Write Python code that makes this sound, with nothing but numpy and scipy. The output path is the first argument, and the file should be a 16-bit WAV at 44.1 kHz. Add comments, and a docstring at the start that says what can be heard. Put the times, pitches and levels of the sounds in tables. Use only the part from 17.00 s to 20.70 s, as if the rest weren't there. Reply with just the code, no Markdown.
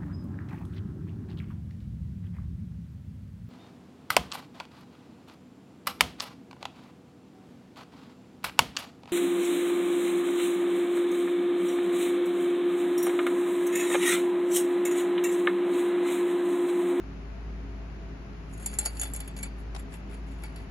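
"""Belled ball on a tile floor

A kitten bats a slotted plastic ball, close to the microphone, in a small hard room. The bell inside knocks
and chatters on the shell: struck modes plus decaying noise. One drop thumps hollow; a paw taps a toy (noise).
Hits get a diffuse tail. Behind: a motor's hum (wavering sine lines) and coloured room noise."""
import sys
import numpy as np
from scipy import signal
from scipy.fft import rfft, irfft
from scipy.io import wavfile
from scipy.ndimage import uniform_filter1d

SR = 44100
rng = np.random.default_rng(int(sys.argv[2]) if len(sys.argv) > 2 else 0)


def waveform_to_disk(signal):
    """Save audio, clipped to [-1, 1], as 16-bit WAV at the path in sys.argv[1]."""
    frames = np.transpose(np.atleast_2d(signal))
    scaled = np.clip(frames, -1, 1) * 32767
    samples = np.round(scaled).astype(np.int16)
    wavfile.write(sys.argv[1], SR, samples)


N = 163170  # samples
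SIDES = np.array([[1], [-1]])  # left, right; every *_LEFT_DB is left over right


def amp(db):
    """Decibels to gain."""
    return 10 ** (np.asarray(db) / 20)


def unit(x):
    """Scale to rms 1."""
    return x / np.sqrt(np.mean(x ** 2) + 1e-30)


def strike(x):
    """Scale a two-sided sound to mean energy 1 per side."""
    return x / np.sqrt(np.sum(x ** 2) / 2)


def along(points, hz):
    """Read (f/Hz, value) points on a log-frequency axis."""
    f, v = np.array(points, float).T
    return np.interp(np.log(hz + 1), np.log(f), v)


def noise(points, size):
    """Two unrelated noises of one colour, rms 1."""
    hz = np.fft.rfftfreq(size, 1 / SR)
    spectrum = rfft(rng.standard_normal((2, size)))
    return unit(irfft(spectrum * amp(along(points, hz)), size))


def walk(steps_per_s):
    """Smoothed random steps with a spread near 1."""
    k = int(SR / steps_per_s)
    steps = np.repeat(rng.standard_normal(200), k)[:N + 2 * k]
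    smooth = uniform_filter1d(uniform_filter1d(steps, k), k)
    return 1.266 * smooth[k:k + N]


def fade(t60_s, size):
    """Exponential decay, -60 dB at t60_s."""
    return np.exp(-np.log(1000) * np.arange(size) / SR / t60_s)


def add(out, start_s, sound):
    """Mix a sound in at a time."""
    i = max(int(start_s * SR), 0)
    out[:, i:i + sound.shape[1]] += sound[:, :max(N - i, 0)]


MODE_SCATTER_DB, MODE_DETUNE_RATIO = 4, 0.005  # standard deviations per blow
MODE_PHASE_SPREAD_RAD = 0.057  # standard deviation, opposite on the two sides
NOTE_WIDTH_OCTAVES = 0.054


def ring(modes, size, note_hz=1000, note_db=0):
    """Struck modes as decaying sines, lifted around one note; each blow redraws strength, tuning and phase."""
    t, out = np.arange(size) / SR, 0
    for hz, db, t60_s in modes:
        strength, detune, phase, apart = rng.standard_normal(4)
        note = note_db * np.exp(-(np.log2(hz / note_hz) / NOTE_WIDTH_OCTAVES) ** 2)
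        angle = 2 * np.pi * (hz * (1 + MODE_DETUNE_RATIO * detune) * t + phase)
        angle = angle + MODE_PHASE_SPREAD_RAD * apart * SIDES
        gain = amp(db + note + MODE_SCATTER_DB * strength)
        out = out + gain * fade(t60_s, size) * np.sin(angle)
    return out / 2


# bell modes: f/Hz, relative level/dB, t60/s
BELL_MODES = [(6580,-8,0.095), (6910,0.5,0.087), (6930,-10,.06), (7420,3,0.052), (7670,2,.06),
              (9150,10,.055), (9500,1.5,.06), (9760,0,.08), (10320,-3,0.09), (10650,4,0.039),
              (11170,7.5,0.027), (11500,-1.5,.06)]
# shell modes: f/Hz, relative level/dB, t60/s
SHELL_MODES = [(543,-6.5,0.082), (673,-7.5,.07), (840,2.5,0.037), (1406,-2.5,.05), (1660,4,0.024),
               (1988,-3,0.12), (2670,-1,.06)]
# longer modes of the ball and its air: f/Hz, relative level/dB, t60/s
CAVITY_MODES = [(2264,1.5,.2), (3040,0,0.1), (3450,-2.5,0.17), (4160,-5.5,0.15), (4460,2,.05),
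                (4595,-4.5,0.26), (4740,-4.5,.07), (5050,-4.5,.045), (5420,-5.5,0.087), (5610,-4,.045)]
# metal noise colour: f/Hz, relative density/dB per Hz
CRACK_COLOUR = [(1500,-28.5), (3600,-25), (4600,-4), (5900,-46.5), (6900,8.5), (7550,6.5), (7950,-23),
                (8600,3.5), (10400,8), (11400,-9), (12500,-16)]
# plastic noise colour: f/Hz, relative density/dB per Hz
CLACK_COLOUR = [(250,-5.5), (550,5), (1200,-3), (2400,1.5), (3600,-4.5), (6000,-25)]
BELL_RING_DB, CRACK_DB, SHELL_RING_DB, CLACK_DB = -7.5, -6, -3, -4  # mix inside one contact
CRACK_T60_S, CLACK_T60_S = .027, 0.059
TICK_DB, TICK_T60_S = 2.5, 0.0068  # first instant, over the crack
CRACK_APART_RATIO = 0.33  # share that differs between sides
BELL_NOTE_DB, CAVITY_NOTE_DB = 10.5, 9
SHELL_LEFT_DB = 3


def contact(bell_hz, ball_hz, size=8000):
    """One touch of bell on shell: bright metal, hollow plastic and ringing ball, each scaled to energy 1."""
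    common, apart = noise(CRACK_COLOUR, size)
    decay = fade(CRACK_T60_S, size) + amp(TICK_DB) * fade(TICK_T60_S, size)
    crack = (common + CRACK_APART_RATIO * apart * SIDES) * decay
    bell = ring(BELL_MODES, size, bell_hz, BELL_NOTE_DB)
    metal = amp(BELL_RING_DB) * bell + amp(CRACK_DB) * crack

    shell = ring(SHELL_MODES, size)
    clack = noise(CLACK_COLOUR, size) * fade(CLACK_T60_S, size)
    plastic = amp(SHELL_RING_DB) * shell + amp(CLACK_DB) * clack
    plastic = plastic * amp(SIDES * SHELL_LEFT_DB / 2)

    cavity = ring(CAVITY_MODES, size, ball_hz, CAVITY_NOTE_DB)
    return strike(metal), strike(plastic), strike(cavity)


# bell knocks; the spot hit favours one bell note and one ball note:
# t/s, level/dB before KNOCK_GAIN_DB, bell f/Hz, shell/dB re level before KNOCK_SHELL_GAIN_DB,
# ball f/Hz, cavity ring/dB re level
KNOCK_EVENTS = [(1.6605,-17.5,7200,-15,4760,-13.5), (1.6736,-30,9760,-10,4760,-14),
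                (1.738,-32.5,7040,-9,4760,-9), (1.7869,-11,7360,-18,4110,-21),
                (1.8094,-27,9000,-10,4620,-11), (1.8528,-23.5,6700,-16.5,4760,-8),
                (1.8584,-15.5,10370,-15.5,4620,-10.5), (1.9693,-37,6940,-7,4470,-4),
                (1.9961,-22,6940,-18,4470,-17), (2.0138,-17.5,8860,-13,3440,-13),
                (2.0326,-22,6940,-7.5,3440,-8.5), (2.0549,-29.5,9000,-5,4470,-8),
                (2.1358,-23,7500,-17.5,3440,-19.5), (2.148,-29,6800,-10,3440,-7.5),
                (2.1615,-25.5,11060,-19,3440,-17), (2.2033,-28.5,11060,-7,3440,-6),
                (2.277,-33.5,10740,-4.5,3440,-7), (2.3649,-38.5,7400,-2,2277,6.5),
                (2.3768,-38.5,10700,-6,4620,-13), (2.429,-26.5,11000,-24,2277,-1.5),
                (3.4358,-37,10800,0,2277,2), (3.56,-42,10230,1,2277,2)]
KNOCK_GAIN_DB, KNOCK_SHELL_GAIN_DB = 13, -1.5
REBOUND_S, REBOUND_DB = .0016, 0


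def knocks():
    """Single hard knocks of bell on shell, each with a quick rebound as a second contact."""
    out = np.zeros((2, N))
    for start_s, db, bell_hz, shell_db, ball_hz, cavity_db in KNOCK_EVENTS:
        for delay_s, touch_db in ((0, 0), (REBOUND_S, REBOUND_DB)):
            metal, plastic, cavity = contact(bell_hz, ball_hz)
            knock = metal + amp(shell_db + KNOCK_SHELL_GAIN_DB) * plastic + amp(cavity_db) * cavity
            add(out, start_s + delay_s, amp(db + touch_db + KNOCK_GAIN_DB) * knock)
    return out


# bell skittering round the shell: peak t/s, rise/s, fall/s (to 1/e), level/dB before TUMBLE_GAIN_DB,
# body/dB re level (shell; cavity is TUMBLE_CAVITY_DB below it)
TUMBLE_EVENTS = [(1.535,.01,0.0061,-51.5,-12), (1.625,0.049,.07,-51,-3.5), (1.672,.0069,0.0048,-45.5,-6),
                 (1.75,0.059,0.024,-49.5,-2), (1.83,0.039,0.026,-44.5,-2.5), (1.861,0.0018,0.001,-27,-6),
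                 (1.87,0.0085,0.033,-50.5,2.5), (1.95,.034,.039,-55.5,-0.5), (2.015,0.039,0.041,-45.5,-1.5),
                 (2.07,0.0095,0.0065,-45.5,-3), (2.17,0.039,0.063,-54.5,-2), (2.375,0.011,0.032,-49,-3.5),
                 (2.434,0.01,0.0043,-38.5,-6.5), (2.451,0.0059,0.02,-52,0.5), (2.599,.016,.011,-63,0.5),
                 (2.801,0.017,0.01,-51.5,-1), (2.937,0.014,.02,-52.5,3), (3.128,0.018,.02,-56.5,5.5),
                 (3.29,.04,0.068,-67,6), (3.43,0.026,0.065,-59.5,6.5), (3.575,0.012,0.052,-65,8)]
TUMBLE_GAIN_DB, TUMBLE_CAVITY_DB = 2, -12
CHATTER_PER_S, CHATTER_SCATTER_DB = 420, 4.5  # mean rate over all spots, standard deviation


def tumbles(size=22050, count=3):
    """Dense random contacts on a few spots of the shell, swelling and dying away as the ball turns."""
    out, t = np.zeros((2, N)), (np.arange(size) - size // 2) / SR
    for peak_s, rise_s, fall_s, db, body_db in TUMBLE_EVENTS:
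        swell = np.exp(np.minimum(t / rise_s, -t / fall_s))
        hits = rng.random((count, size)) < CHATTER_PER_S / count / SR
        touches = hits * amp(CHATTER_SCATTER_DB * rng.standard_normal((count, size)))
        pushes = unit(touches * swell) * np.sqrt(np.mean(swell ** 2) / count)
        for push in pushes:
            metal, plastic, cavity = contact(rng.choice(BELL_MODES)[0], rng.choice(CAVITY_MODES)[0])
            spot = metal + amp(body_db) * (plastic + amp(TUMBLE_CAVITY_DB) * cavity)
            chatter = signal.fftconvolve(push[None], spot, axes=1)
            add(out, peak_s + t[0], amp(db + TUMBLE_GAIN_DB) * chatter)
    return out


# hollow thump modes: f/Hz, relative level/dB, t60/s
THUMP_MODES = [(555,-1,0.054), (690,0,.06), (848,-5.5,0.044)]
DROP_S, DROP_DB = 1.866, -30.5


def drop(size=8000):
    """The ball lands on the tile once: a few low modes ring as a hollow thump."""
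    out = np.zeros((2, N))
    add(out, DROP_S, amp(DROP_DB) * ring(THUMP_MODES, size))
    return out


# phase lead of the left side: f/Hz, phase/rad
PORT_PHASE_LEAD = [(300,0), (700,.7), (1300,0), (2100,-2.0), (3300,-2.4), (4600,-.9), (6000,.2),
                   (7240,-1.1), (8100,-2.9), (9130,-3.5), (10400,-5.6), (11000,-6.3), (12000,-7.6)]


def ports(x):
    """The near ball reaches the two microphone ports in different phase, split evenly between sides."""
    phase = along(PORT_PHASE_LEAD, np.fft.rfftfreq(N, 1 / SR))
    return irfft(rfft(x) * np.exp(1j * phase * SIDES / 2), N)


# paw taps on plastic: t/s, level/dB
TAP_EVENTS = [(2.748,-33.5), (2.762,-34.5), (2.922,-45)]
# tap noise colour: f/Hz, relative density/dB per Hz
TAP_COLOUR = [(200,-14), (500,2), (1000,3), (1600,-5.5), (3000,-9), (5000,-10), (8000,-19.5), (10500,-12.5),
              (12500,-34)]
TAP_RISE_S, TAP_T60_S, TAP_LEFT_DB = 0.0009, 0.04, 3.5


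def taps(size=6000):
    """Short dull taps of a soft paw: coloured noise with a soft onset, a little to the left."""
    out = np.zeros((2, N))
    onset = 1 - np.exp(-np.arange(size) / SR / TAP_RISE_S)
    shape = onset * fade(TAP_T60_S, size)
    for start_s, db in TAP_EVENTS:
        add(out, start_s, amp(db) * noise(TAP_COLOUR, size) * shape)
    return out * amp(SIDES * TAP_LEFT_DB / 2)


ROOM_T60_S, ROOM_DB, ROOM_GAP_S = 0.27, -28.5, 0.011


def room(x, size=22050):
    """Adds a short diffuse tail from tiles and walls: convolution with decaying noise after a gap."""
    after_gap = np.arange(size) / SR > ROOM_GAP_S
    tail = strike(rng.standard_normal((2, size)) * fade(ROOM_T60_S, size) * after_gap)
    return x + amp(ROOM_DB) * signal.fftconvolve(x, tail, axes=1)[:, :N]


# motor fundamental's slow swell: t/s, level/dB
MOTOR_SWELL = [(0.0,-42.5), (0.51,-37), (1.23,-42), (2.19,-36.5), (2.26,-41), (2.75,-36.5), (2.91,-41.5),
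               (3.21,-37.5), (3.7,-40)]
# upper motor lines: nominal f/Hz, level/dB, unsteadiness/ratio
HUM_LINES = [(160.4,-53.5,1.2), (200.9,-53,1.33), (271.8,-54.5,1.2), (372,-64.5,3), (410.7,-61.5,4.4),
             (668.3,-65.5,2)]
MOTOR_NOMINAL_HZ, MOTOR_UNSTEADY_RATIO = 54.53, 0.047
MOTOR_LAG_S, MOTOR_LEFT_DB = .00028, 0.7  # the left hears the fundamental late
WAVER_STEPS_PER_S, DRIFT_STEPS_PER_S, DRIFT_RATIO = 14, 3, 0.00809


def hum():
    """A motor: a deep swelling fundamental under weaker lines; pitch drifts together, each line wavers alone."""
    turns = np.cumsum(1 + DRIFT_RATIO * walk(DRIFT_STEPS_PER_S)) / SR
    swell_db = np.interp(np.arange(N) / SR, *np.array(MOTOR_SWELL).T)
    lag_s = np.array([[MOTOR_LAG_S], [0]])
    fundamental = (MOTOR_NOMINAL_HZ, swell_db, MOTOR_UNSTEADY_RATIO, lag_s)
    upper = [(*line, 0) for line in HUM_LINES]
    out = 0
    for hz, db, unsteady, late_s in [fundamental, *upper]:
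        waver = 1 + unsteady * (walk(WAVER_STEPS_PER_S) + 1j * walk(WAVER_STEPS_PER_S))
        line = np.real(waver * np.exp(2j * np.pi * hz * (turns - late_s)))
        out = out + amp(db) * unit(line)
    return out * amp(SIDES * MOTOR_LEFT_DB / 2)


# room noise colour: f/Hz, relative density/dB per Hz
AIR_COLOUR = [(20,-20.5), (40,-5.5), (60,-1), (80,0), (125,-1.5), (185,-4.5), (240,-7), (400,-10),
              (500,-17.5), (680,-18), (1100,-21), (1700,-23), (2700,-27), (3400,-34.5), (4600,-36),
              (7000,-41.5), (8300,-79), (10000,-49.5), (11600,-50), (12200,-73.5)]
# likeness of the two sides: f/Hz, correlation/ratio (clipped below 1)
AIR_LIKENESS = [(100,0.76), (270,1), (580,0.04), (1250,0.12), (2500,-0.01), (8000,0)]
# left over right: f/Hz, level/dB
AIR_LEAN = [(100,1), (200,.5), (350,2.3), (630,5.1), (1150,5.7), (2070,1.4), (3700,.5)]
AIR_DB = -45


def air():
    """Steady coloured room noise from mid and side parts: bass alike on both sides, the middle leaning left."""
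    hz = np.fft.rfftfreq(N, 1 / SR)
    mid, side = rfft(noise(AIR_COLOUR, N))
    alike = np.clip(along(AIR_LIKENESS, hz), -.9, .995)
    both = mid + SIDES * side * np.sqrt((1 - alike) / (1 + alike))
    both = both * amp(SIDES * along(AIR_LEAN, hz) / 2)
    return amp(AIR_DB) * unit(irfft(both, N))


def scene():
    """Ball and paw in the room, over motor hum and room noise."""
    ball = ports(knocks() + tumbles() + drop())
    return room(ball + taps()) + hum() + air()


TOP_HZ = 12300


def record(dry):
    """The recorder cuts the top: a steep elliptic low-pass."""
    lowpass = signal.ellip(8, .2, 70, TOP_HZ, fs=SR, output="sos")  # order, ripple/dB, stopband/dB
    return signal.sosfilt(lowpass, dry)


dry = scene()
out = record(dry)
waveform_to_disk(out)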